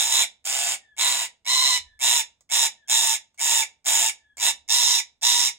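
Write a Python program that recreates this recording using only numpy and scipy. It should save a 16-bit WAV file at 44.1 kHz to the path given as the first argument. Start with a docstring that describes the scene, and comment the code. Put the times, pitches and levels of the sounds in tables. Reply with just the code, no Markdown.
"""A hand-held lorikeet is already screeching as the sound begins, close by in a small bathroom.
Membranes in its voice box slap together about 950 times a second; a fast flutter chops these pulses,
and throat, mouth and beak colour them. Squeaks edge each screech, and the hard walls ring briefly.
Between the twelve screeches come four thin, falling wheezes and, later on, a few beak clicks.
Behind it all lies a faint room noise, with a low rumble that swells near 1.8 s and again near 4.4 s."""
import sys
import numpy as np
from scipy import signal
from scipy.fft import rfft, irfft, next_fast_len
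from scipy.io import wavfile
from scipy.ndimage import uniform_filter1d, map_coordinates

SR = 44100
rng = np.random.default_rng(int(sys.argv[2]) if len(sys.argv) > 2 else 0)


def unload_wav(signal):
    """Save mono or channel-first audio to the path in sys.argv[1] as 16-bit WAV at rate SR, clipped to [-1, 1]."""
    wavfile.write(
        sys.argv[1],
        SR,
        np.round(np.clip(np.atleast_2d(signal).T, -1, 1) * 32767).astype(np.int16),
    )


N = 246078

# One row per screech; levels are relative. Columns: start_s, end_s, level_db, attack_s, sag_db_per_s,
# pitch_hz, jitter (uneven pulse timing, 0-1), windpipe_db, mouth_db, beak_db, closing_squeak_db
SCREECHES = [ (-.06, 0.257, -19.5, .005, 0.5, 916, 0.11, -4, -5.5, 0.5, -30.5),
             (0.443, 0.766, -27, .007, -6, 850.2, .17, -13, -25, -3.5, -38),
             (0.966, 1.276, -26, .015, 16, 966.6, .095, -8, -19.5, -4, -37.5),
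             (1.448, 1.794, -21.5, 0.02, 3, 1010, .045, -3, -4.5, -5.5, -35.5),
             (1.992, 2.23, -21, 0.022, 9.5, 944, .08, -6.5, -5, 0.5, -34.5),
             (2.493, 2.691, -21, .019, 6, 918, .08, -6.5, -4.5, 0, -36.5),
             (2.876, 3.175, -23, 0.013, -7.5, 913.5, .08, -8, -2.5, 3, -35),
             (3.377, 3.65, -23.5, 0.02, -10, 915, .07, -10.5, -6, 1.5, -30),
             (3.845, 4.118, -22, 0.013, 12, 894.4, .095, -10, -7, 1.5, -35),
             (4.376, 4.525, -26, 0.022, -2, 925, .08, -10, -7, -1, -39.5),
             (4.679, 5.017, -21, 0.013, 5, 954.7, .08, -5.5, 4, 2.5, -31),
             (5.213, 5.51, -22, .011, 5, 949, 0.07, -6.5, 2.5, 2, -34), ]


def screeches():
    """The bird's loud calls, each placed at its own time."""
    out = np.zeros(N)
    for row in SCREECHES:
        start, end = row[:2]
        i = np.arange(max(0, int(start * SR)), min(N, int(end * SR)))
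        out[i] += screech(i / SR, row)
    return out


def screech(t, row, tone_db=-21, tone_waver=.38):
    """One call: the pitch rises and falls while fluttering pulses ring windpipe, mouth and beak."""
    start, end, level_db, attack_s, sag_db_per_s, pitch_hz, jitter, pipe_db, mouth_db, beak_db, _ = row
    pressure_db, edge_db = effort(t, start, end, attack_s, sag_db_per_s)
    ends = np.linspace(-1, 1, len(t)) ** 4  # 1 at both ends, 0 in the middle
    pitch = pitch_hz * (1.008 - .08 * ends + .012 * wobble(35, len(t)))
    clarity = np.clip(0.062 / jitter, .3, 1.6)  # a ragged screech loses its tone and hisses more
    pulses = voice_box(pitch, jitter, air=0.58 / clarity) * flutter(t - start)
    rasp = throat_and_beak(pulses, mouth_db, beak_db)
    pipe = windpipe(pulses, pitch_hz)
    # the harder the bird presses, the more of the sound comes from the windpipe
    ring_db = pipe_db + 0.74 * pressure_db + .3 * edge_db
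    pipe_share = np.clip(amp(ring_db) ** 2 - .04, 0, .8)
    # the smooth swing of the membranes adds a plain tone that the flutter does not chop
    swing_hz = pitch * (1 + tone_waver * jitter / clarity * wobble(500, len(t)))
    swing = np.sin(phase_of(swing_hz)) * amp(1.5 * wobble(150, len(t)))
    tone = amp(tone_db) * clarity * (1 - ends) * unit(swing)
    voice = np.sqrt(1 - pipe_share) * rasp + np.sqrt(pipe_share) * pipe + tone
    fade = np.clip((t[-1] - t) / .016, 0, 1)
    return fade * amp(level_db + pressure_db + edge_db) * voice


def effort(t, start, end, attack_s, sag_db_per_s, surge_width_s=0.059, release_s=0.017):
    """A screech's strength in dB, in two parts: the air pressure, and the fade in and out."""
    # The bird presses harder for a moment, or falters if negative. Columns: time_s, change_db
    surges = [(.078, -7), (1.055, 3), (2.934, 3.5), (3.53, 2), (4.479, 6.5), (4.89, 0.5), (5.295, 2)]
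    surge_db = sum(db * np.exp(-((t - s) / surge_width_s) ** 2) for s, db in surges)
    pressure_db = surge_db - sag_db_per_s * (t - (start + end) / 2)
    attack_db = -29.5 * np.exp(-np.abs((t - start) / attack_s) ** 1.48)
    release_db = -19.5 * np.exp((t - end) / release_s)
    return pressure_db, attack_db + release_db


def voice_box(pitch, jitter, air, air_hz=3000):
    """Membranes slap together at uneven intervals; each slap gives a sharp pulse and a puff of hiss."""
    n = len(pitch)
    cycles = np.cumsum(pitch) / SR
    slaps = np.cumsum(np.abs(1 + jitter * rng.standard_normal(512)))  # counted in cycles
    sizes = amp(1.2 * rng.standard_normal(len(slaps)))
    heard = slaps < cycles[-1]
    # a slap falls between samples, so its pulse is spread over the 16 nearest
    position = np.interp(slaps[heard], cycles, np.arange(n))
    nearby = position.astype(int)[:, None] + np.arange(-7, 9)
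    offset = nearby - position[:, None]
    shapes = np.sinc(offset) * np.cos(np.pi * offset / 16) ** 2 * sizes[heard, None]
    pulses = np.bincount(np.clip(nearby, 0, n - 1).ravel(), shapes.ravel(), n)
    # a puff of air comes with each slap and dies away before the next
    opening = 1 + np.cos(2 * np.pi * np.interp(cycles, slaps, np.arange(len(slaps))))
    puffs = filtered(opening * rng.standard_normal(n), lambda hz: hz / np.hypot(hz, air_hz))
    return unit(pulses - pulses.mean()) + air * unit(puffs)


def flutter(t, rate_hz=127, unsteady=.2):
    """A slower shaking chops the voice: separate pops at first, then a rattle with a beat in between."""
    phase = phase_of(rate_hz * (1 + unsteady * wobble(119.05, len(t))))
    depth = 3 + 10 * np.exp(-t / .03)
    gate = amp(depth * np.cos(phase) + 1.5 * np.cos(2 * phase) + 1.5 * wobble(330, len(t)))
    average_level = np.sqrt(np.abs(uniform_filter1d(gate ** 2, size=SR // 40)))
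    return unit(np.tanh(gate / average_level / 2))  # the passage opens only so far


def throat_and_beak(pulses, mouth_db, beak_db):
    """Throat, mouth and beak each favour some frequencies; an open beak also lets out a high sizzle."""
    # The throat's broad colour. Columns: frequency_hz, gain_db
    throat = [(130, -21.5), (240, -15), (370, -18), (520, -10), (720, -7), (950, -11), (1350, -10.5),
              (1750, -12), (2200, -6.5), (2400, -7), (2800, -4), (3300, -7), (4100, -13.5), (4550, -9),
              (5100, -7.5), (6200, -13.5), (7500, -6.5), (13000, -34.5)]
    # The sizzle from the sharp edge of each pulse. Columns: frequency_hz, gain_db
    sizzle = [(5500, -37.5), (7400, -17.5), (8100, -6.5), (8750, -5.5), (9200, -6.5), (10600, -7),
              (12000, -23), (13000, -10), (14200, -26.5), (15500, -20)]

    def gain(hz):
        parts = [amp(along(throat, hz)),
                 amp(along(sizzle, hz) - 0.5 + 0.82 * beak_db),
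                 amp(mouth_db) * resonance(hz, centre_hz=5514, width_hz=970),
                 amp(beak_db + 0.5) * resonance(hz, centre_hz=6970, width_hz=690)]
        return np.linalg.norm(parts, axis=0)

    return unit(ring(pulses, gain))


def windpipe(pulses, pitch_hz, usual_pitch_hz=916):
    """The windpipe rings in one band, which lies a little higher for a higher screech."""
    centre_hz = 3773 * (pitch_hz / usual_pitch_hz) ** 0.28
    return unit(ring(pulses, lambda hz: resonance(hz, centre_hz, width_hz=670) * hz / (hz + 1500)))


def squeaks(centre_hz=2280, rise_hz=352, fall_hz=850, length_s=0.048, waver=0.025, shake_db=4):
    """Short, shaky whistles slide up as the membranes catch and down as they let go."""
    out, n = np.zeros(N), int(length_s * SR)
    for start, end, _, attack_s, *_, closing_db in SCREECHES:
        opening = start + .019, rise_hz, amp(-37) * (attack_s / 0.025) ** 2  # louder on a slow start
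        closing = end - 0.021, -fall_hz, amp(closing_db)
        for time_s, glide_hz, gain in (opening, closing):
            pitch = (centre_hz + glide_hz * np.linspace(-.5, .5, n)) * (1 + waver * wobble(830, n))
            tone = unit(np.sin(phase_of(pitch)) * amp(shake_db * wobble(400, n)))
            if time_s > length_s:
                out[int(time_s * SR) - n // 2:][:n] += gain * np.hanning(n) * tone
    return out


def wheezes(octave_db=-10, waver=.018):
    """A thin, falling whistle with its octave as the bird breathes in."""
    # Breaths between screeches. Columns: start_s, end_s, first_pitch_hz, last_pitch_hz, level_db
    breaths = [(0.776, 0.981, 1923, 1625, -63.5), (1.832, 2, 1805, 1733, -64),
               (2.755, 2.898, 1904, 1550, -66.5), (4.17, 4.373, 1807, 1630, -66.5)]
    out = np.zeros(N)
    for start, end, first_hz, last_hz, level_db in breaths:
        n = int((end - start) * SR)
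        phase = phase_of(np.linspace(first_hz, last_hz, n) * (1 + waver * wobble(330, n)))
        tone = unit(np.sin(phase) + amp(octave_db) * np.sin(2 * phase))
        loudness = amp(level_db + 1.5 * wobble(70, n)) * signal.windows.tukey(n, .5)
        out[int(start * SR):][:n] += loudness * tone
    return out


def beak_clicks(decay_s=0.025):
    """Small snaps of beak and tongue: bursts of noise that fall 60 dB in decay_s."""
    # The snaps. Columns: start_s, level_db
    clicks = [(2.408, -51), (3.344, -56.5), (4.37, -34.5), (4.381, -32)]
    # The colour of a snap. Columns: frequency_hz, gain_db
    colour = [(150, -29.5), (500, -4), (1200, -5.5), (2200, -7), (4500, -7), (7000, 3), (14000, -16)]
    out, t = np.zeros(N), np.arange(SR // 20) / SR
    for start, level_db in clicks:
        snap = unit(ring(rng.standard_normal(len(t)), lambda hz: amp(along(colour, hz))))
        out[int(start * SR):][:len(t)] += amp(level_db - 60 * t / decay_s) * snap
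    return out


def bathroom(x, echo_db=-3.0, build_s=0.00067, early_boost=4.76, early_s=0.027):
    """The direct sound, then echoes from near, hard walls; the high frequencies die first."""
    # How long the walls ring. Columns: frequency_hz, decay_s (time to fall 60 dB)
    walls = [(200, 0.76), (1000, 0.27), (3500, 0.27), (7000, 0.22), (14000, 0.11)]
    # How unlike the left and right echoes are. Columns: frequency_hz, spread (0-1)
    spread = [(200, 0.28), (1000, 1), (5800, 0.91), (7400, 0.2), (9300, 0.87), (10800, 0.022),
              (12200, 0.11), (13000, 1), (14000, .1)]
    hz, t, noise = signal.stft(rng.standard_normal((2, SR // 2)), SR, nperseg=256)
    decay = amp(-60 * t / along(walls, hz)[:, None])
    angle = np.arcsin(np.clip(along(spread, hz), 0, 1) / np.sqrt(2))
    shares = np.array([np.cos(angle), np.sin(angle)])[..., None]
    middle, side = signal.istft(noise * decay * shares, SR, nperseg=256)[1]
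    age = np.arange(len(middle)) / SR
    paths = np.array([middle + side, middle - side]) * (1 - np.exp(-age / build_s))
    paths *= 1 + early_boost * np.exp(-age / early_s)  # hands and cabinet reflect first and strongest
    paths = amp(echo_db) * paths / np.linalg.norm(paths[0])
    paths[:, 0] = 1  # the direct sound
    # even out the broad colour, keeping the walls' fine peaks and dips
    colours = np.sqrt(np.abs(uniform_filter1d(np.abs(rfft(paths)) ** 2, size=200)))
    grid_hz = np.fft.rfftfreq(len(age), 1 / SR)
    channels = []
    for path, colour in zip(paths, colours):
        echoed = signal.fftconvolve(x, path)[:N]
        channels.append(ring(echoed, lambda f: 1 / np.interp(f, grid_hz, colour)))
    return np.array(channels)


def background(room_noise_db=-81, rumble_rest_db=-85, rise_s=.03, decay_s=0.14):
    """Faint, steady room noise and a soft low rumble that swells twice."""
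    # Swells of the rumble. Columns: peak_s, level_db
    peaks = [(1.81, -58.5), (4.42, -64.5)]
    # The rumble's colour. Columns: frequency_hz, gain_db
    rumble_colour = [(20, -13.5), (45, -10.5), (62, -1), (80, -1), (140, -35), (400, -65.5)]
    # The quiet room's colour. Columns: frequency_hz, gain_db
    room_colour = [(20, -9), (60, 7.5), (250, -0.5), (500, -10), (1000, -11.5), (3000, -19.5), (9000, -17),
                   (16000, -42)]

    def noise(colour):
        stereo = rng.standard_normal(N) + .5 * rng.standard_normal((2, N))
        return unit(filtered(stereo, lambda hz: amp(along(colour, hz))))

    t = np.arange(N) / SR
    swells = sum(amp(db) * np.exp(-np.maximum((s - t) / rise_s, (t - s) / decay_s)) for s, db in peaks)
    rumble = (amp(rumble_rest_db) + swells) * noise(rumble_colour)
    return rumble + amp(room_noise_db) * noise(room_colour)


def amp(db):
    """Turn decibels into a multiplier."""
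    return 10 ** (np.asarray(db) / 20)


def unit(x):
    """Scale x to an average (rms) level of 1."""
    return x / np.sqrt(np.mean(x ** 2) + 1e-20)


def along(points, hz):
    """Read between (frequency_hz, value) points, with octaves evenly spaced."""
    frequencies, values = np.transpose(points)
    return np.interp(np.log(hz + 1), np.log(frequencies), values)


def phase_of(pitch_hz):
    """The running angle of a wave whose pitch changes."""
    return 2 * np.pi * np.cumsum(pitch_hz) / SR


def wobble(rate, size):
    """A smooth curve through `rate` random values a second."""
    return map_coordinates(rng.standard_normal(4096), [np.arange(size) * rate / SR], mode="wrap")


def resonance(hz, centre_hz, width_hz):
    """The gain of a ringing band with a flat top and steep sides."""
    return 1 / np.sqrt(1 + (2 * (hz - centre_hz) / width_hz) ** 4)


def filtered(x, response):
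    """Multiply each frequency in x by response(hz)."""
    n = x.shape[-1]
    padded = next_fast_len(n + SR // 8)
    return irfft(rfft(x, padded) * response(np.fft.rfftfreq(padded, 1 / SR)), padded)[..., :n]


def ring(x, gain, size=2048):
    """Colour x by gain(hz), so that the ringing follows each sound and never comes before it."""
    cepstrum = irfft(np.log(gain(np.fft.rfftfreq(size, 1 / SR)) + 1e-6))
    # fold the part before time zero onto the part after it
    cepstrum[1:size // 2] *= 2
    cepstrum[size // 2 + 1:] = 0
    return signal.fftconvolve(x, irfft(np.exp(rfft(cepstrum))))[:len(x)]


def scene(voice_db=3, squeak_db=1):
    """The bird, the walls and the quiet behind them."""
    bird = amp(voice_db) * screeches() + amp(squeak_db) * squeaks() + wheezes() + beak_clicks()
    return bathroom(bird) + background()


def record(dry, top_hz=15850):
    """A stereo microphone: its sides differ in level and timing, and it cuts off around top_hz."""
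    # Level between the sides. Columns: frequency_hz, left_minus_right_db
    balance = [(100, -2), (650, -5), (930, -7), (1250, -2), (1700, 5), (2200, -1), (2800, -3), (3550, -5.5),
               (4200, 0), (5300, -6), (6100, -7), (6800, -1), (8000, 0)]
    # How far the right side's wave runs ahead. Columns: frequency_hz, lead_radians
    right_lead = [(300, .2), (1500, .3), (2100, 0), (2500, 1.8), (3800, 1.8), (5400, 3), (6300, 5.6),
                  (7400, 6.25), (8200, 6.2), (10400, 3.2), (12200, 3.1), (13700, 0)]
    sides = np.array([[.5], [-.5]])

    def pickup(hz):
        level = amp(sides * along(balance, hz))
        timing = np.exp(-1j * sides * along(right_lead, hz))
        cutoff = np.clip((top_hz - hz) / 200 + .5, 0, 1)
        return level * timing * cutoff

    return filtered(dry, pickup)


dry = scene()
out = record(dry)
unload_wav(out)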